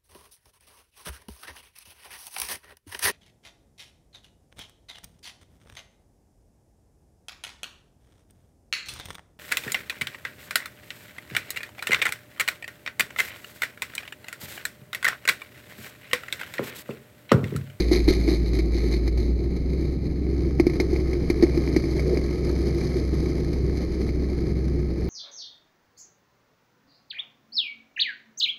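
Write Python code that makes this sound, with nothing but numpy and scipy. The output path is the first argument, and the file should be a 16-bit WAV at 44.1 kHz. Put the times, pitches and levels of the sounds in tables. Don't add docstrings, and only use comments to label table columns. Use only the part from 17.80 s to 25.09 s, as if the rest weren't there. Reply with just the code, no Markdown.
import sys
import numpy as np
from scipy import signal
from scipy.fft import rfft, irfft
from scipy.io import wavfile
from scipy.ndimage import uniform_filter1d

SR = 44100
rng = np.random.default_rng(int(sys.argv[2]) if len(sys.argv) > 2 else 0)


def file_out(sig):
    cols = np.atleast_2d(sig).T
    lim = np.clip(cols, -1, 1)
    pcm = np.round(lim * 32767).astype(np.int16)
    wavfile.write(sys.argv[1], SR, pcm)


N = 321489
TIME = np.arange(N) / SR
RING_SIZE = 8192
FREQS = np.arange(RING_SIZE // 2 + 1) * SR / RING_SIZE

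# (frequency [Hz], width [Hz], level [dB])
CASE_MODES = [(298.5, 163, -6.5), (349.3, 102.5, 0.5), (409.7, 219, -13.5), (592, 757, -22.5),
              (1099, 103, -28.5), (1258, 162, -28.5), (1823, 800, -32), (2155, 460, -26.5),
              (2306, 380, -31), (3056, 580, -43.5), (3860, 1300, -51.5), (4337, 906, -27),
              (4945, 940, -28.5), (6020, 940, -34.5), (6440, 920, -38.5), (7730, 2300, -54),
              (9710, 1500, -48), (10980, 830, -46), (11670, 980, -45), (13200, 2600, -70),
              (13830, 600, -52), (15650, 350, -61)]
# (time [s], firing rate [Hz])
PUMP_SPEED = [(0, 57.1), (1.2, 57.1), (1.52, 59.8), (1.9, 63.8), (2.15, 65.1), (2.8, 65.0), (3.3, 64.6),
              (7.29, 64.6)]
# (multiple of the shaft rate [1], relative level [dB])
FEED_PUMP_TONES = [(2, -35), (3, 0.5), (4, -18), (5, -19.5), (6, -13.5), (7, -8.5), (11, -19),
                   (13.5, -15.5)]
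STEADY_PUMP_TONES = [(3, -5), (4.5, -8.5), (8, -4.5), (9, -11), (12, -10.5)]
# (peak time [s], half width [s], rise [dB])
GUSTS = [(.3, 0.07, 17), (1.84, 0.049, 9), (3.2, 0.63, 5.5)]
# (frequency [Hz], relative level [dB])
WIND_SPECTRUM = [(8, -26), (22, 1.5), (45, 0), (75, -4.5), (110, -1), (180, -5), (250, -10.5), (400, -22),
                 (1000, -65), (4000, -110)]
# (time [s], splash [dB], thump [dB], knock [dB])
DROP_HITS = [(0.1139, -24, -11.5, -36), (0.2802, -26, -11, -24), (0.2866, -29, -9, -24),
             (0.3051, -21, -14.5, -24), (0.4778, -23.5, -18, -26), (0.487, -26, -18.5, -20.5),
             (0.514, -33, -18, -34), (0.733, -29.5, -41, -29), (0.789, -21, -21.5, -29),
             (1.277, -23.5, -29, -25), (1.3746, -28.5, -49, -30), (1.764, -32.5, -34, -48),
             (2.7985, -18, -7.5, -10.5), (2.8671, -20.5, -9.5, -28), (2.898, -28, -22, -23),
             (2.9348, -29.5, -28, -33), (3.0003, -14.5, -14, -14), (3.1308, -28, -19, -44),
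             (3.1616, -30, -42, -23), (3.3315, -28, -37, -23.5), (3.5003, -16, -11.5, -18),
             (3.625, -18, -10, -32), (3.6337, -20.5, -7.5, -37), (3.7745, -24.5, -15, -28),
             (3.8377, -34, -37, -36), (3.8759, -29, -21, -22), (3.9636, -15.5, -9.5, -20),
             (4.0397, -30, -26, -28), (4.1948, -22, -35, -22), (4.3726, -25, -21, -19.5),
             (5.7301, -27, -35, -34), (5.972, -26.5, -39, -41), (6.2902, -31, -32, -29)]
# (time [s], length [s], relative level [dB])
SPRAY_SHEETS = [(0.0, 0.039, -29), (0.113, 0.1, -28.5), (0.274, 0.1, -26.5), (0.484, 0.1, -33),
                (0.661, 0.05, -41.5), (0.732, 0.11, -37.5), (0.945, 0.21, -40), (1.114, 0.08, -37.5),
                (1.374, 0.12, -42)]
# (frequency [Hz], relative level [dB])
KNOCK_SPECTRUM = [(100, -13), (350, -17), (600, 0.5), (900, -0.5), (1500, -7.5), (2200, 5), (3000, -4),
                  (4300, -30), (9000, -16), (16000, -4)]
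THUMP_SPECTRUM = [(30, -17.5), (200, 6.5), (350, 4.5), (500, 2), (800, -2.5), (2000, -20.5), (5000, -34),
                  (16000, -40)]
SPLASH_SPECTRUM = [(100, -30), (350, -3), (800, -8.5), (2200, 3.5), (4200, -1.5), (6200, -2.5),
                   (10000, 2.5), (16000, -3)]
SHOWER_SPECTRUM = [(100, 13), (250, 2), (400, -1.5), (900, -2), (1500, -1.5), (2000, 5.5), (3000, 4.5),
                   (3900, 10.5), (5000, -2.5), (9500, 6), (12000, 4.5), (16000, -6)]
# (time [s], relative level [dB])
BACKWASH = [(0.0, -47), (0.14, -43), (0.43, -44.5), (0.81, -54), (1.1, -51.5), (1.54, -57.5), (2.07, -53.5),
            (2.19, -57), (2.72, -57.5), (2.94, -53.5), (4.14, -47.5), (4.57, -50.5), (5.14, -46.5),
            (5.28, -49), (5.79, -52.5), (6.15, -51.5), (7.02, -58), (7.29, -56)]
# (frequency [Hz], relative level [dB])
ROAR_SPECTRUM = [(60, -30), (100, 14.5), (170, 15), (260, 2.5), (350, 0), (450, 2.5), (600, 0), (900, -6),
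                 (1600, -12.5), (4000, -59.5)]
DRUM_SPECTRUM = [(200, -36), (340, -9.5), (390, -5), (460, 2), (570, -3), (700, -7.5), (1000, -22.5),
                 (3000, -40)]
SPLATTER_SPECTRUM = [(200, -29.5), (450, -11), (750, -5.5), (1300, -0.5), (2200, -0.5), (2900, 0),
                     (4200, -9.5), (9000, -22)]
FAN_SPRAY_SPECTRUM = [(150, -26), (350, -11), (900, -19.5), (1500, -6), (2100, 2), (3000, 3), (3900, 7),
                      (4600, -1), (5500, -5), (6500, 0.5), (9500, 4.5), (12000, 2.5), (16000, -2)]
SOLID_SPRAY_SPECTRUM = [(150, -10.5), (350, -12), (900, -22), (2000, -10), (3200, 6.5), (4200, -1),
                        (6200, -1), (10000, 5), (16000, -9)]


def undb(db):
    return 10 ** (np.asarray(db) / 20)


def unit(x):
    return x / np.sqrt(np.mean(x ** 2))


def curve(table):
    return np.interp(TIME, *np.transpose(table))


def swell(peak_s, width_s):
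    return np.exp(-((TIME - peak_s) / width_s) ** 2)


def wander(rate_hz):
    hold = max(int(SR / rate_hz), 2)
    steps = np.repeat(rng.standard_normal(N // hold + 1), hold)
    return unit(uniform_filter1d(uniform_filter1d(steps, hold), hold)[:N])


def add(track, start_s, sound):
    i = int(start_s * SR)
    track[i:i + len(sound)] += sound[:N - i]


def colour(spectrum):
    hz, db = np.transpose(spectrum)
    return undb(np.interp(np.log(FREQS + 1), np.log(hz), db))


def filtered(x, gain):
    cepstrum = irfft(np.log(gain + 1e-9))
    cepstrum[1:RING_SIZE // 2] *= 2
    cepstrum[RING_SIZE // 2 + 1:] = 0
    response = irfft(np.exp(rfft(cepstrum)))
    return signal.fftconvolve(x, response)[:len(x)]


def through_case(x, spectrum):
    power = sum(undb(db) ** 2 / (1 + (2 * (FREQS - hz) / width) ** 2) ** 3
                for hz, width, db in CASE_MODES)
    return filtered(x, np.sqrt(power) * colour(spectrum))


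def blows(pulses, spectrum):
    ring = through_case(signal.unit_impulse(RING_SIZE), spectrum)
    return through_case(pulses, spectrum) / np.abs(ring).max()


def droplets(per_second, spread_db, decay_s):
    size = undb(spread_db * np.minimum(rng.standard_exponential(N), 4.5))
    hits = rng.random(N) < per_second / SR
    power = signal.lfilter([1], [1, -np.exp(-2 / (decay_s * SR))], hits * size ** 2)
    return unit(np.sqrt(power) * rng.standard_normal(N))


def engine(firing_hz, tones, overtone_db, waver_db):
    turns = np.cumsum(firing_hz) / SR / 3
    turns -= np.interp(5.33, TIME, turns)
    drone = np.zeros(N)
    for multiple, db in tones:
        order = round(2 * multiple) / 2
        change_db = overtone_db + waver_db * wander(rate_hz=7) if order > 3 else 0
        drone += undb(db + change_db) * np.sin(2 * np.pi * order * turns)
    return np.sqrt(2) * drone


def pumps():
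    feed_hz, steady_hz = curve(PUMP_SPEED), np.full(N, 66.5)
    labour_db = np.interp(TIME, [1.55, 1.66], [4.5, 0])
    feed = engine(feed_hz, FEED_PUMP_TONES, overtone_db=1.78 * (feed_hz - feed_hz[-1]), waver_db=2.0)
    steady = engine(steady_hz, STEADY_PUMP_TONES, overtone_db=-1.0, waver_db=1.3)
    return undb(-27 + labour_db) * feed + undb(-34.5) * steady


def wind():
    gust_db = sum(rise_db * swell(peak_s, width_s) for peak_s, width_s, rise_db in GUSTS)
    pump_hz = curve(PUMP_SPEED)
    speed_db = 0.13 * (pump_hz - pump_hz[-1])
    rumble = unit(filtered(rng.standard_normal(N), colour(WIND_SPECTRUM)))
    deep = signal.sosfiltfilt(signal.butter(2, 55, fs=SR, output="sos"), rumble)
    return deep * undb(-34.5 + gust_db) + (rumble - deep) * undb(-32 + speed_db)


def taps():
    per_second = 60 * swell(peak_s=3.85, width_s=0.8)
    falls = rng.random(N) < per_second / SR
    size = undb(-36 + 4 * np.clip(rng.standard_normal(N), -2, 2))
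    return blows(falls * size, KNOCK_SPECTRUM)


def drops(splash_decay_s=0.0085):
    age = np.arange(RING_SIZE) / SR
    fizzes = rng.standard_normal((len(DROP_HITS), RING_SIZE)) * np.exp(-age / splash_decay_s)
    thumps, knocks, splashes = np.zeros((3, N))
    for (start_s, splash_db, thump_db, knock_db), fizz in zip(DROP_HITS, fizzes):
        add(thumps, start_s, undb([thump_db]))
        add(knocks, start_s, undb([knock_db]))
        add(splashes, start_s, undb(splash_db) * fizz)
    case_gain = np.std(through_case(rng.standard_normal(N), SPLASH_SPECTRUM))
    splash = through_case(splashes, SPLASH_SPECTRUM) / case_gain
    return undb(4) * blows(thumps, THUMP_SPECTRUM) + blows(knocks, KNOCK_SPECTRUM) + splash


def sheets():
    wash = np.zeros(N)
    for start_s, length_s, db in SPRAY_SHEETS:
        fade = np.linspace(1, 0, int(length_s * SR)) ** 0.48
        add(wash, start_s, undb(db) * fade)
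    shower = droplets(per_second=980, spread_db=2.5, decay_s=0.00055)
    weight = rng.standard_normal(N)
    hiss = through_case(shower * wash, SHOWER_SPECTRUM) / np.std(through_case(shower, SHOWER_SPECTRUM))
    thud = through_case(weight * wash, ROAR_SPECTRUM) / np.std(through_case(weight, ROAR_SPECTRUM))
    return undb(8) * hiss + undb(-3) * thud


def jet():
    backwash_db = curve(BACKWASH) + 52
    narrow = np.interp(TIME, [2.3, 2.7], [0, 1])

    def level(fan_db, solid_db, backwash_slope):
        return (1 - narrow) * fan_db + narrow * solid_db + backwash_slope * backwash_db

    surge = wander(rate_hz=45)
    patter = droplets(per_second=900, spread_db=3.5, decay_s=0.0015)
    ticks = narrow * droplets(per_second=55, spread_db=2.5, decay_s=0.0024)
    panel_db = 12 * swell(peak_s=4.32, width_s=0.094)
    roar = unit(through_case(rng.standard_normal(N) + 0.3 * patter, ROAR_SPECTRUM))
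    drum = unit(through_case(rng.standard_normal(N), DRUM_SPECTRUM))
    splatter = unit(through_case(rng.standard_normal(N) + patter + 0.7 * ticks, SPLATTER_SPECTRUM))
    mist = rng.standard_normal(N) + 1.38 * patter + 0.5 * ticks
    spray = (1 - narrow) * unit(through_case(mist, FAN_SPRAY_SPECTRUM))
    spray += narrow * unit(through_case(mist, SOLID_SPRAY_SPECTRUM))
    return (roar * undb(level(fan_db=-31, solid_db=-29.5, backwash_slope=0.19) + 1.6 * surge)
            + drum * undb(level(fan_db=-50, solid_db=-39, backwash_slope=0.67) + panel_db)
            + splatter * undb(level(fan_db=-48.5, solid_db=-45, backwash_slope=0.54) + surge)
            + spray * undb(level(fan_db=-46, solid_db=-45.5, backwash_slope=0.87) + 1.4 * surge))


def scene():
    return (jet() + sheets() + drops() + pumps() + wind() + taps())[None]


def record(dry):
    return signal.sosfilt(signal.ellip(8, 0.2, 70, 15900, fs=SR, output="sos"), dry)


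dry = scene()
out = record(dry)
file_out(out)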